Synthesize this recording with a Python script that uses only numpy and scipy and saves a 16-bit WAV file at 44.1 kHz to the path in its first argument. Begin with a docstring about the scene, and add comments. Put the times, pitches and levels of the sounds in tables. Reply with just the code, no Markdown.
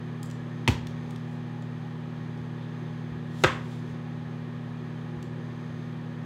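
"""Kitchen work beside a running microwave

The bed is the oven: transformer hum, a faint high-voltage buzz, and a fan blowing through the vents.
Up close a plastic tub is set down on the counter; later a knife slides through food and knocks on the
board. Each knock rings a set of modes under a short clack. Handling ticks, sleeve scuffs and soft
footfalls fill the gaps, and a small kitchen puts its tail on the counter work."""
import sys
import numpy as np
from scipy import signal
from scipy.fft import rfft, irfft
from scipy.io import wavfile

SR = 44100
rng = np.random.default_rng(int(sys.argv[2]) if len(sys.argv) > 2 else 0)


def log_audio(samples):
    """Write samples as a 16-bit WAV file to the path given in sys.argv[1]."""
    # one column per channel
    frames = np.atleast_2d(samples).T
    # limit to full scale, then quantise
    limited = np.clip(frames, -1, 1)
    pcm = np.round(limited * 32767).astype(np.int16)
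    wavfile.write(sys.argv[1], SR, pcm)


N = 275625
MAINS_HZ, FAN_SHAFT_HZ, TOP_HZ = 60.01, 39.28, 15900

# Transformer hum. Each row: multiple of the mains frequency, rms level in dB.
HUM_HARMONICS = [(2, -41), (3, -52), (4, -41.5), (5, -66.5), (6, -56.5), (7, -59.5), (8, -62.5),
                 (10, -66.5), (16, -72.5), (30, -75)]
# Tones of the four-blade fan. Each row: multiple of the shaft speed, rms level in dB.
FAN_HARMONICS = [(1, -74), (4, -39), (7, -63.5), (8, -60), (12, -65.5), (18, -66.5), (20, -65.5),
                 (21, -73.5), (24, -77), (28, -65), (32, -67.5)]
# Outline of the buzz. Each row: frequency in Hz, base level of a harmonic there in dB.
BUZZ_OUTLINE = [(1000, -80), (2300, -78.5), (2800, -110), (3650, -81.5), (4400, -92), (4900, -89),
                (5600, -104), (6400, -86), (6900, -102), (8900, -104), (9600, -113), (10100, -104),
                (11000, -112), (15700, -116)]

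# Resonances: the casing lifts the buzz into a whine, the cabinet colours the air, the sliding edge sings.
# Each row: centre in Hz, width in Hz, boost in dB.
CASING_WHINE = [(6540, 50, 6), (10200, 50, 13)]
CABINET_PEAKS = [(110, 11.7, 2.7), (353, 79, 7.2), (563, 60, 7.3), (832.5, 16, 8.5), (980, 34, 2.5),
                 (1060, 24, 3), (1212, 63, 4.1), (1687, 53, 7.9), (1859, 108, 7.7), (2430, 120, 4.6),
                 (3240, 630, 5.45), (3940, 1200, 4.1)]
EDGE_SQUEAK = [(7200, 300, 6), (9200, 270, 5), (10650, 450, 8)]

# The tub lands rim first, then with its weight; the knife edge first, then flat.
# Each row: start in seconds, gain in dB, contact bandwidth in Hz.
TUB_BLOWS = [(.6772, -11, 14000), (.6835, -16.5, 14000), (.6850, -2, 397), (.6930, -8.5, 198)]
KNIFE_BLOWS = [(3.4376, -13, 11000), (3.4392, -9.5, 5000), (3.4446, -1, 1500), (3.4535, -19, 1100)]
# Ring of the tub and of the board. 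Each row: pitch in Hz, relative level in dB, seconds to fall 60 dB.
TUB_MODES = [(69.5, -11, 0.21), (102, -2, 0.024), (229, -8.5, 0.046), (311, -11.5, 0.11), (457, -12, 0.012),
             (921, -11, 0.12), (2110, -8.5, 0.023), (2500, -5, 0.011), (3300, -9, 0.01), (4400, -18, 0.03)]
BOARD_MODES = [(82, -14.5, 0.14), (131, -16.5, 0.055), (352, -7.5, 0.031), (520, -14, 0.07),
               (1034, -23, .08), (1270, -21.5, 0.1), (1400, -20, 0.085), (1584, -13, 0.053),
               (2320, -32, 0.076), (3560, -9.5, 0.015), (3950, -22, 0.018), (4730, -20, .015)]
# Handling ticks. Each row: start in seconds, base body level in dB, base snap level in dB, ring in Hz.
TICKS = [(0.2304, -51, -40.5, 8200), (0.2588, -63, -52, 7000), (0.3012, -52, -55, 6000),
         (0.3122, -48.5, -51, 3540), (0.8699, -42.5, -48, 3600), (1.1077, -50.5, -50.5, 7130),
         (1.1606, -48, -56, 2670), (1.6232, -56.5, -63, 7100), (2.3755, -57, -70, 4500),
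         (5.227, -49, -50, 4500)]
# Strokes over the counter and through food, and strokes of a sleeve.
# Each row: fastest moment in seconds, level there in dB, half length in seconds.
SLIDE_STROKES = [(1.1, -70, .05), (1.32, -67, .06), (3.44, -52, 0.078), (3.72, -60, 0.086), (3.9, -68, .03)]
SLEEVE_STROKES = [(2.63, -60, 0.035), (2.87, -64, .04), (3.38, -62, 0.14), (3.72, -63, .06)]
# Footfalls. Each row: start in seconds, peak level in dB.
FOOTFALLS = [(2.39, -46), (3.11, -42), (3.88, -47), (5.16, -42), (5.26, -47)]

# Colours of the noise layers. Each row: frequency in Hz, relative spectral level in dB.
AIR_RUSH = [(12, -66), (20, -43), (64, -16.5), (92, -12), (153, -8.5), (196, -13.5), (252, -17),
            (289, -17.5), (362, -15), (649, -24), (811, -20), (1450, -26), (1720, -25.5), (2090, -30),
            (15500, -63.5)]
TUB_CLACK = [(350, -28), (640, -28), (927, -10), (1600, -17), (2610, -5.5), (5150, -16), (6850, -22),
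             (15500, -35)]
BOARD_CLACK = [(260, -13), (470, -1), (830, -23), (1610, -2), (1860, -11.5), (2660, -4.5), (2950, -18),
               (3740, -10.5), (4400, -19.5), (7730, -20.5), (9510, -40), (15500, -55)]
TICK_BODY = [(1500, -13), (3000, -3), (4300, -9.5), (6000, -12.5), (9000, -43)]
TICK_SNAP = [(3000, -27), (5500, -2), (7500, 6.5), (10000, -5.5), (15500, -10)]
SLIDE_HISS = [(2500, -0.5), (5500, -3.5), (7700, -6.5), (10500, -15.5), (15500, -17.5)]
SLEEVE_RUB = [(1500, -20), (2700, 0), (3500, 11), (5000, -8), (9000, -30)]
TUB_WASH = [(400, -1.5), (650, -11), (920, 2), (1200, -8), (1700, -7), (2100, -17), (3200, -7),
            (4600, -13.5), (7600, -17), (9000, -27), (15500, -24)]
BOARD_WASH = [(290, -22), (500, -10), (648, -11), (803, -13.5), (1050, -.5), (1410, -8.5), (1770, -6.5),
              (3010, -14), (3430, -12.5), (3850, -22.5), (7780, -26), (9370, -39), (15500, -44)]

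# The kitchen's tail. Each row: frequency in Hz, seconds to fall 60 dB.
ROOM_T60 = [(80, 0.66), (300, 0.39), (1000, 0.45), (2500, 0.41), (6000, 0.33), (15000, 0.18)]


def oven():
    """The bed: the supply hums and buzzes while the fan adds blade tones and a rush of air."""
    air = gain_of(-45.5) * noise(AIR_RUSH, N, CABINET_PEAKS)
    hum = drone(HUM_HARMONICS, MAINS_HZ, drift=0.00021)
    fan = drone(FAN_HARMONICS, FAN_SHAFT_HZ, drift=0.000894)
    return hum + fan + supply_buzz() + air


def drone(harmonics, hz, drift, waver_db=0.5):
    """Harmonics locked to one slightly drifting cycle, each wavering a little in level."""
    turns = np.cumsum(hz * (1 + drift * wander(2.45))) / SR
    out = np.zeros(N)
    for order, db in harmonics:
        level = np.sqrt(2) * gain_of(db + waver_db * wander(0.99))
        out += level * np.cos(2 * np.pi * (order * turns + rng.random()))
    return out


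def supply_buzz(scatter_db=3.5, waver_db=2.0, size=8192):
    """The high-voltage supply repeats one ragged waveform in every mains cycle."""
    hz = np.arange(size // 2 + 1) * MAINS_HZ
    ragged_db = scatter_db * np.clip(rng.standard_normal(len(hz)), -2, 2)
    levels = gain_of(curve_at(BUZZ_OUTLINE, hz) + boost_db(CASING_WHINE, hz) - ragged_db)
    levels *= (hz > 1000) & (hz < TOP_HZ)
    cycle = irfft(levels * np.exp(2j * np.pi * rng.random(len(hz)))) * size / np.sqrt(2)
    looped = np.interp(np.arange(N) * MAINS_HZ / SR, np.arange(size) / size, cycle, period=1)
    return looped * gain_of(waver_db * wander(3.8))


def knock(blows, modes, clack_colour, clack_db, clack_t60, low_cut_hz):
    """Each blow rings the modes under a short, dense clack; softer contact dulls the top."""
    t, out = np.arange(SR // 2) / SR, np.zeros(N)
    ring = sum((-1) ** k * gain_of(db - 60 * t / t60) * np.sin(2 * np.pi * hz * t)
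               for k, (hz, db, t60) in enumerate(modes))
    for start, db, contact_hz in blows:
        clack = gain_of(clack_db - 60 * t / clack_t60) * noise(clack_colour, len(t))
        contact = signal.butter(1, contact_hz, fs=SR)
        add(out, start, gain_of(db) * signal.lfilter(*contact, ring + clack))
    # a small panel radiates no deep bass
    return signal.sosfilt(signal.butter(4, low_cut_hz, "high", fs=SR, output="sos"), out)


def handling_ticks(body_trim_db=4.5, snap_trim_db=2.0, t60=0.018, ring_trim_db=-3, ring_t60=0.028):
    """Light touches of plastic and blade: a bright snap over a small body that rings briefly."""
    t, out = np.arange(SR // 10) / SR, np.zeros(N)
    for start, body_db, snap_db, hz in TICKS:
        body = gain_of(body_db + body_trim_db) * noise(TICK_BODY, len(t))
        snap = gain_of(snap_db + snap_trim_db) * noise(TICK_SNAP, len(t))
        ring = gain_of(body_db + ring_trim_db - 60 * t / ring_t60) * np.sin(2 * np.pi * hz * t)
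        add(out, start, (body + snap) * gain_of(-60 * t / t60) + ring)
    return out


def slides(grain_db=1.0):
    """Grainy hiss of things sliding on the counter and of the blade in the food."""
    grain = gain_of(grain_db * wander(120))
    return swells(SLIDE_STROKES) * grain * noise(SLIDE_HISS, N, EDGE_SQUEAK)


def sleeve_scuffs():
    """Cloth brushes past in short, soft swells."""
    return swells(SLEEVE_STROKES) * noise(SLEEVE_RUB, N)


def footfalls(floor_hz=78, rise_s=0.017):
    """Each step swells and dies in one low mode of the floor."""
    t, out = np.arange(SR // 3) / SR, np.zeros(N)
    thud = t / rise_s * np.exp(1 - t / rise_s) * np.sin(2 * np.pi * floor_hz * t)
    for start, db in FOOTFALLS:
        add(out, start, gain_of(db) * thud)
    return out


def knock_wash(start, colour, db):
    """The diffuse wash that a loud knock leaves in the room."""
    out = np.zeros(N)
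    add(out, start, gain_of(db) * room_decay(noise(colour, SR)))
    return out


def kitchen_reverb(send):
    """Dense reflections off the walls smear the send into a short tail."""
    tail = room_decay(rng.standard_normal(SR))
    return signal.fftconvolve(send, tail / np.linalg.norm(tail))[:N]


def room_decay(x, rise_s=0.011):
    """Reflections build up quickly, then each band dies at its own speed."""
    hz, t, bands = signal.stft(x, SR, nperseg=256)
    fade = gain_of(-60 * t / curve_at(ROOM_T60, hz)[:, None])
    tail = signal.istft(bands * fade, SR, nperseg=256)[1][:len(x)]
    build_up = 1 - np.exp(-(np.arange(len(x)) / SR / rise_s) ** 2)
    return tail * build_up


def swells(strokes, shape=1.25):
    """Rubbing gets louder and softer with each stroke's speed; shape 1 is a cusp, 2 a round bell."""
    t = np.arange(N) / SR
    return sum(gain_of(db) * np.exp(-np.minimum(abs(t - centre) / half, 20) ** shape)
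               for centre, db, half in strokes)


def noise(colour, size, peaks=()):
    """Noise of rms 1 with a broad colour and resonant peaks."""
    hz = np.fft.rfftfreq(size, 1 / SR)
    eq = gain_of(curve_at(colour, hz) + boost_db(peaks, hz))
    return unit_rms(irfft(rfft(rng.standard_normal(size)) * eq, size))


def wander(rate_hz):
    """Smooth random modulation of rms 1, rolling off around rate_hz."""
    hz = np.fft.rfftfreq(N, 1 / SR)
    return unit_rms(irfft(rfft(rng.standard_normal(N)) * np.exp(-(hz / rate_hz) ** 2), N))


def boost_db(peaks, hz):
    """The bell-shaped lift of a set of resonances."""
    return sum(db / (1 + (2 * (hz - centre) / width) ** 2) for centre, width, db in peaks)


def curve_at(points, hz):
    """Interpolates a table on a log-frequency axis."""
    knots_hz, values = np.transpose(points)
    return np.interp(np.log(hz + 1), np.log(knots_hz + 1), values)


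def add(mix, start, sound):
    """Mixes a sound in at start seconds."""
    part = mix[round(start * SR):][:len(sound)]
    part += sound[:len(part)]


def gain_of(db):
    return 10 ** (np.asarray(db) / 20)


def unit_rms(x):
    return x / np.sqrt(np.mean(x ** 2) + 1e-20)


def scene():
    """The mono mix: a steady oven bed and soft steps, with the counter work up front and sent to reverb."""
    tub = knock(TUB_BLOWS, TUB_MODES, TUB_CLACK, clack_db=-5.5, clack_t60=0.023, low_cut_hz=47)
    knife = knock(KNIFE_BLOWS, BOARD_MODES, BOARD_CLACK, clack_db=-1.5, clack_t60=0.02, low_cut_hz=63.6)
    wash = knock_wash(TUB_BLOWS[0][0], TUB_WASH, db=-31)
    wash += knock_wash(KNIFE_BLOWS[0][0], BOARD_WASH, db=-24)
    handling = handling_ticks() + slides() + sleeve_scuffs()
    room = kitchen_reverb(gain_of(-16) * tub + gain_of(-15.5) * knife + gain_of(-7) * handling)
    return (oven() + tub + knife + handling + footfalls() + wash + room)[None]


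def record(dry):
    """The microphone sheds the deepest bass, and a steep low-pass trims the very top."""
    low_cut = signal.butter(2, 35, "high", fs=SR, output="sos")
    high_cut = signal.firwin(511, TOP_HZ, window=("kaiser", 9), fs=SR)
    return signal.oaconvolve(signal.sosfilt(low_cut, dry), high_cut[None], "same")


dry = scene()
out = record(dry)
log_audio(out)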